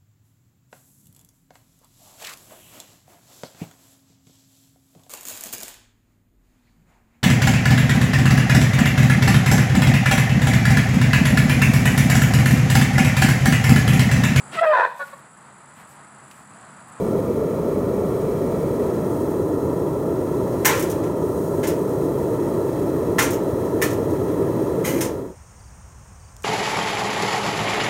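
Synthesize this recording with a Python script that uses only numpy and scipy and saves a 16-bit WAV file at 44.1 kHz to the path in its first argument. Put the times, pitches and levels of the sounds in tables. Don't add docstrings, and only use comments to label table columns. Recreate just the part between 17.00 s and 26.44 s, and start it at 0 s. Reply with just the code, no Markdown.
import sys
import numpy as np
from scipy import signal
from scipy.fft import rfft, irfft, next_fast_len
from scipy.io import wavfile
from scipy.ndimage import map_coordinates

SR = 44100
rng = np.random.default_rng(int(sys.argv[2]) if len(sys.argv) > 2 else 0)


def waveform_to_disk(signal):
    frames = np.transpose(np.atleast_2d(signal))
    scaled = np.clip(frames, -1, 1) * 32767
    samples = np.round(scaled).astype(np.int16)
    wavfile.write(sys.argv[1], SR, samples)


N = 416304
TIME = np.arange(N) / SR
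TAIL = TIME[:SR]
FADE_START_S, FADE_END_S = 8.02, 8.368


def from_db(db):
    return 10 ** (np.asarray(db) / 20)


def rms_one(x):
    return x / np.sqrt(np.mean(x ** 2) + 1e-20)


def in_time(rows):
    seconds, *columns = np.transpose(rows)
    return np.squeeze([np.interp(TIME, seconds, column) for column in columns])


def ramp(start_s, end_s):
    return np.clip((TIME - start_s) / max(end_s - start_s, .001), 0, 1)


def add(out, start_s, sound):
    start = int(start_s * SR)
    out[start:start + len(sound)] += sound[:N - start]


def noise(spectrum, resonances=(), size=N):
    length = next_fast_len(size)
    hz = np.maximum(np.fft.rfftfreq(length, 1 / SR), 1)
    points, levels = np.transpose(spectrum)
    db = np.interp(np.log(hz), np.log(points), levels)
    octaves_below, octaves_above = np.log2(points[0] / hz), np.log2(hz / points[-1])
    db = db - 30 * np.maximum(0, np.maximum(octaves_below, octaves_above))
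    for centre, width, lift_db in resonances:
        db = db + lift_db / (1 + (2 * (hz - centre) / width) ** 2)
    white = rfft(rng.standard_normal(length))
    return rms_one(irfft(white * from_db(db), length)[:size])


def drift(rate_per_s):
    knots = rng.standard_normal(8192)
    return rms_one(map_coordinates(knots, [TIME * rate_per_s], order=3, mode="wrap"))


def dying(t60):
    return from_db(-60 * TAIL / max(t60, .001))


# frequency in Hz, relative level in dB per Hz.
FLAME_COVERED = [(15, -46), (25, -25), (102, -8.5), (202, -3.5), (248, -5.5), (348, -5.5), (412, 0),
                 (541, -6), (687, -14.5), (773, -24.5), (917, -18), (1100, -24), (1200, -22.5),
                 (1350, -23.5), (1450, -33), (1880, -62), (3190, -120)]
FLAME_OPEN = [(15, -70), (25, -55), (41, -23), (97, -5.5), (173, -4), (220, -10), (284, -2), (399, 0.5),
              (653, -11.5), (760, -23), (856, -17), (964, -15), (1100, -24), (1350, -22.5), (1450, -34),
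              (1880, -51), (3190, -120)]
# frequency in Hz, relative level in dB per Hz.
GAS_RUSH = [(1200, -8), (2050, -7.5), (2300, 6), (2500, -6), (2800, -13), (3080, -8), (3600, -12),
            (4500, -13), (5400, -12.5), (7000, -24)]
FLAME_DB = -21
LIFT_START_S, LIFT_END_S = 1.65, 2.2


def burner(flutter_db=0.25, rush_db=-56.0, gap_share=0.045):
    opening = np.clip(gap_share + ramp(LIFT_START_S, LIFT_END_S), 0, 1)
    roar = np.sqrt(1 - opening) * noise(FLAME_COVERED) + np.sqrt(opening) * noise(FLAME_OPEN)
    roar = roar * from_db(FLAME_DB + flutter_db * drift(70))
    rush = from_db(rush_db) * (1 - opening) * noise(GAS_RUSH)
    return (roar + gas_jet() + rush) * (1 - ramp(FADE_START_S, FADE_END_S))


# time in seconds, level in dB of the hiss, and of the sizzle
# above about 5 kHz, both before the fixed gains of gas_jet.
JET_MOVES = [(0.0, -57.5, -50), (0.56, -57.5, -51.5), (1.09, -56.5, -50), (2.0, -55.5, -49.5),
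             (2.16, -57, -48), (2.47, -58, -50.5), (3.16, -58, -51), (3.88, -53.5, -46.5),
             (4.12, -57, -51.5), (4.36, -58.5, -47), (5.44, -55.5, -49), (8.0, -54.5, -49.5)]
# frequency in Hz, relative level in dB per Hz.
JET_COLOUR = [(1000, -10), (1480, -6), (1650, 10), (1930, 10.5), (2120, 2), (2900, -6), (4800, -8),
              (5500, -2.5), (7600, -4), (9300, 2), (10300, -3.5), (11000, -0.5), (15800, -0.5)]
# centre in Hz, width in Hz, lift in dB.
TUBE_RESONANCES = [(2614, 77, 7), (3265, 360, 7.5), (4020, 220, 10.5), (4670, 160, 6), (5400, 230, 2.5),
                   (6680, 830, 5.5), (8380, 450, 3.5), (13300, 500, 0)]


def gas_jet(sputter_db=0.53, hiss_gain_db=5.5, sizzle_gain_db=0.5):
    hiss_db, sizzle_db = in_time(JET_MOVES)
    jet = noise(JET_COLOUR, TUBE_RESONANCES) * from_db(sputter_db * drift(90))
    hiss = signal.sosfiltfilt(signal.butter(2, 5000, fs=SR, output="sos"), jet)
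    sizzle = jet - hiss
    hiss = from_db(hiss_db + hiss_gain_db) * rms_one(hiss)
    return hiss + from_db(sizzle_db + sizzle_gain_db) * rms_one(sizzle)


# start in seconds, ring level in dB, t60 of the spoon's damping in seconds,
# clash level in dB, lift of the top octave in dB, edge touch against the slap in dB,
# chatter decay in seconds, rebound clash in dB, loss of the pan's main modes in dB.
SPOON_KNOCKS = [(3.648, -14.5, 1.5, -13.3, 3, -4, .008, -34, 0),
                (3.692, -22, 1.4, -37, 0, -7, .02, -40, -1), (4.031, -43, .5, -46, -11, -2, .02, -60, 2),
                (4.631, -30, 0.78, -35, -1, 0, 0.028, -28.5, 4),
                (6.184, -16, 0.83, -20.5, -3.5, -1.5, .012, -23, -2),
                (6.816, -22.5, 0.76, -21.5, 3, -2.5, .003, -42, -2.5),
                (8.008, -32, .5, -25.5, -4, 5, .02, -38, 7)]
EDGE_DULLER_DB, EDGE_CHATTER_S = 7.0, .003
SLAP_AFTER_S = .0055
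REBOUND_AFTER_S, REBOUND_RING_DB, REBOUND_CHATTER_S = 0.041, -8.5, .007


def knocks(clash_t60=0.21, wash_t60=0.76, scatter_db=2.5):
    out = np.zeros(N)
    for start_s, ring_db, damped_t60, clash_db, top_db, edge_db, chatter_s, rebound_db, loss_db in SPOON_KNOCKS:
        # delay, ring dB, clash dB, chatter s
        edge = (0, ring_db + edge_db, clash_db + edge_db - EDGE_DULLER_DB, EDGE_CHATTER_S)
        slap = (SLAP_AFTER_S, ring_db, clash_db, chatter_s)
        rebound = (REBOUND_AFTER_S, rebound_db + REBOUND_RING_DB, rebound_db, REBOUND_CHATTER_S)
        for delay, body_db, bright_db, decay_s in (edge, slap, rebound):
            ring = pan_ring(loss_db, wash_t60=wash_t60, scatter_db=scatter_db) * dying(damped_t60)
            blow = from_db(body_db) * ring + from_db(bright_db) * clash(clash_t60, top_db)
            add(out, start_s + delay, signal.fftconvolve(blow, chatter(decay_s)))
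    return out


def chatter(decay_s, per_s=450, bounce=0.27):
    t = TAIL[:SR // 12]
    hits = rng.random(len(t)) < per_s / SR
    clicks = hits * rng.standard_normal(len(t)) * bounce * np.exp(-t / max(decay_s, .001))
    clicks[0] = 1
    return clicks / np.linalg.norm(clicks)


# frequency in Hz, relative level in dB, free t60 in seconds.
PAN_MODES = [(852, -6.5, 0.44), (905, -8, 0.33), (1005, -1, 0.5), (1035, -3, 0.34), (1050, -2.5, 0.73),
             (1147, -32, 0.34), (1276, -9, 0.57), (1370, -2, 0.48), (1380, -4, 0.68), (1580, -25, 0.44),
             (1794, 4, 0.3), (1785, 3, 0.37), (1974, 2, 0.21), (2096, 3, 0.26), (2226, -1, 0.24),
             (2370, -14, 0.23), (2490, -8, .45), (2640, -15, .35), (2740, -10, 0.23), (2820, -14, 0.35),
             (3040, -9.5, .3), (3300, -4, 0.36), (3350, -19, .3), (3690, -12, .25), (4304, -13, 0.39),
             (5722, -16, 0.16), (5800, -17, 0.45), (6439, -12, 0.43), (6840, -17, .3), (9544, -10, .22)]
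# frequency in Hz, relative level in dB per Hz.
PAN_WASH_COLOUR = [(450, -31), (740, -2), (860, 2.5), (1020, 0), (1550, 0.5), (1800, 2.5), (2300, -1.5),
                   (3000, -6), (4500, -13.5), (7000, -10), (15000, -31)]


def pan_ring(loss_db=0.0, modes_db=-12.5, wash_db=-4.0, wash_t60=0.29, scatter_db=3.5):
    strengths = from_db(scatter_db * rng.standard_normal(len(PAN_MODES)))
    strengths = strengths * rng.choice([-1, 1], len(PAN_MODES))
    modes = np.zeros(SR)
    for strength, (hz, db, t60) in zip(strengths, PAN_MODES):
        modes += strength * from_db(db) * np.sin(2 * np.pi * hz * TAIL) * dying(t60)
    wash = noise(PAN_WASH_COLOUR, size=SR) * dying(wash_t60)
    return from_db(modes_db - loss_db) * modes + from_db(wash_db) * wash


# frequency in Hz, relative level in dB per Hz.
CLASH_COLOUR = [(1200, -25), (2800, -3), (4600, -8), (5600, 3.5), (6600, 5), (8000, 0.5), (9500, 3.5),
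                (10500, -1.5), (13000, 3), (15800, -2)]


def clash(t60, top_db=0.0, count=560):
    hz = np.linspace(1200, 15800, count) + rng.uniform(-13, 13, count)
    points, levels = np.transpose(CLASH_COLOUR)
    db = np.interp(hz, points, levels) + top_db * np.clip(np.log2(hz / 8000), 0, 1)
    gains = from_db(db) * rng.standard_normal(count)
    lives = max(t60, .005) * (7000 / hz) ** 0.25
    phases = np.exp(2j * np.pi * rng.random(count))
    poles = -np.log(1000) / (lives * SR) + 2j * np.pi * hz / SR
    stride = np.arange(int(np.sqrt(SR // 4)))
    coarse = np.exp(np.outer(stride * len(stride), poles))
    fine = np.exp(np.outer(poles, stride))
    ring = ((coarse * gains * phases) @ fine).imag.ravel()
    return np.pad(ring, (0, SR - ring.size)) * np.sqrt(2) / np.linalg.norm(gains)


# start in seconds, level in dB, time to the one hop in seconds.
DROSS_CRUMBS = [(3.749, -33, .024), (3.795, -27.5, .029), (3.899, -33, .014), (6.306, -30, .026),
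                (6.905, -36.5, .023), (7.105, -46, .026)]
HOP_LOSS_DB = 2.5


def crumbs(t60=0.15, ring_db=-29.0, top_db=2.5, chatter_s=.004):
    out = np.zeros(N)
    for start_s, db, hop_s in DROSS_CRUMBS:
        for delay, loss_db in ((0, 0), (hop_s, HOP_LOSS_DB)):
            tick = clash(t60, top_db) + from_db(ring_db) * pan_ring()
            tick = signal.fftconvolve(tick, chatter(chatter_s))
            add(out, start_s + delay, from_db(db - loss_db) * tick)
    return out


def scrape(slips_per_s=700, ring_db=0.5, rasp_db=0.0, t60=0.11, damped_t60=0.16):
    slips = (rng.random(N) < slips_per_s / SR) * rng.standard_normal(N)
    slips = rms_one(slips) * scrape_pressure()
    ring = pan_ring(loss_db=12.0) * dying(damped_t60)
    rasp = noise(CLASH_COLOUR, size=SR) * dying(t60)
    body = from_db(ring_db) * ring / np.linalg.norm(ring)
    body = body + from_db(rasp_db) * rasp / np.linalg.norm(rasp)
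    return signal.fftconvolve(slips, body)[:N]


SCRAPE_START_S, SCRAPE_ATTACK_S, SCRAPE_HOLD_S, SCRAPE_RELEASE_S = 7.835, 0.011, 0.11, 0.069
SCRAPE_DB, SCRAPE_EASE_DB_PER_S = -29.5, 38


def scrape_pressure():
    bite = SCRAPE_START_S + SCRAPE_ATTACK_S
    let_go = bite + SCRAPE_HOLD_S
    hold = from_db(SCRAPE_DB - SCRAPE_EASE_DB_PER_S * np.clip(TIME - bite, 0, SCRAPE_HOLD_S))
    return ramp(SCRAPE_START_S, bite) * hold * (1 - ramp(let_go, let_go + SCRAPE_RELEASE_S))


# frequency in Hz, relative level in dB per Hz.
RUMBLE_COLOUR = [(15, -35.5), (25, -23), (42, -13), (59, -3.5), (76, -6), (180, -18), (299, -31.5),
                 (737, -28.5), (990, -26), (2440, -39.5), (2830, -41.5), (3800, -50), (4940, -84),
                 (8360, -120)]
INSECT_COLOUR = [(3000, -26), (4000, -16), (4900, -11), (5400, -3.5), (6750, 0.5), (7600, -7), (8550, 0),
                 (9300, -8), (10400, -18), (15800, -19)]
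# start in seconds, length in seconds,
# spacing of the chirps in seconds, pitch in Hz, peak level in dB, fall in octaves.
TICK_AND_CHIRP_RUNS = [(8.31, .54, .063, 8950, -58, .02), (8.606, .1, .039, 4700, -59, .17),
                       (9.21, .1, .038, 4670, -59.5, .17)]
# start in seconds, level in dB, t60 in seconds.
GRIT_CRUNCHES = [(9.366, -35, 0.0063), (9.405, -54, .04), (9.423, -39, .01), (9.433, -44, .08)]
# frequency in Hz, relative level in dB per Hz.
GRIT_SPECTRUM = [(1500, -27), (4500, -15), (6500, -2), (11500, -11), (15800, -12)]


def outdoors(rumble_db=-44.5, insects_db=-56.5, throb_db=0.5, chirp_s=.006):
    out = from_db(rumble_db) * noise(RUMBLE_COLOUR)
    out = out + from_db(insects_db + throb_db * drift(120)) * noise(INSECT_COLOUR)
    t = TAIL[:SR // 10] - 1 / 20
    for start_s, length_s, spacing_s, hz, db, fall in TICK_AND_CHIRP_RUNS:
        pitch = hz * 2 ** (-fall * np.tanh(t / (2 * chirp_s)) / 2)
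        swell = np.exp(-(t / chirp_s) ** 2 / 2)
        chirp = from_db(db) * swell * np.sin(2 * np.pi * np.cumsum(pitch) / SR)
        for middle_s in start_s + np.arange(0, length_s, spacing_s):
            add(out, middle_s + t[0], chirp)
    for start_s, db, t60 in GRIT_CRUNCHES:
        add(out, start_s, from_db(db) * noise(GRIT_SPECTRUM, size=SR) * dying(t60))
    return out * ramp(FADE_START_S, FADE_END_S)


def scene():
    return (burner() + knocks() + crumbs() + scrape() + outdoors())[None]


def record(dry):
    top_cut = signal.ellip(10, .1, 80, 15750, fs=SR, output="sos")
    return signal.sosfilt(top_cut, np.tanh(dry))


dry = scene()
out = record(dry)
waveform_to_disk(out)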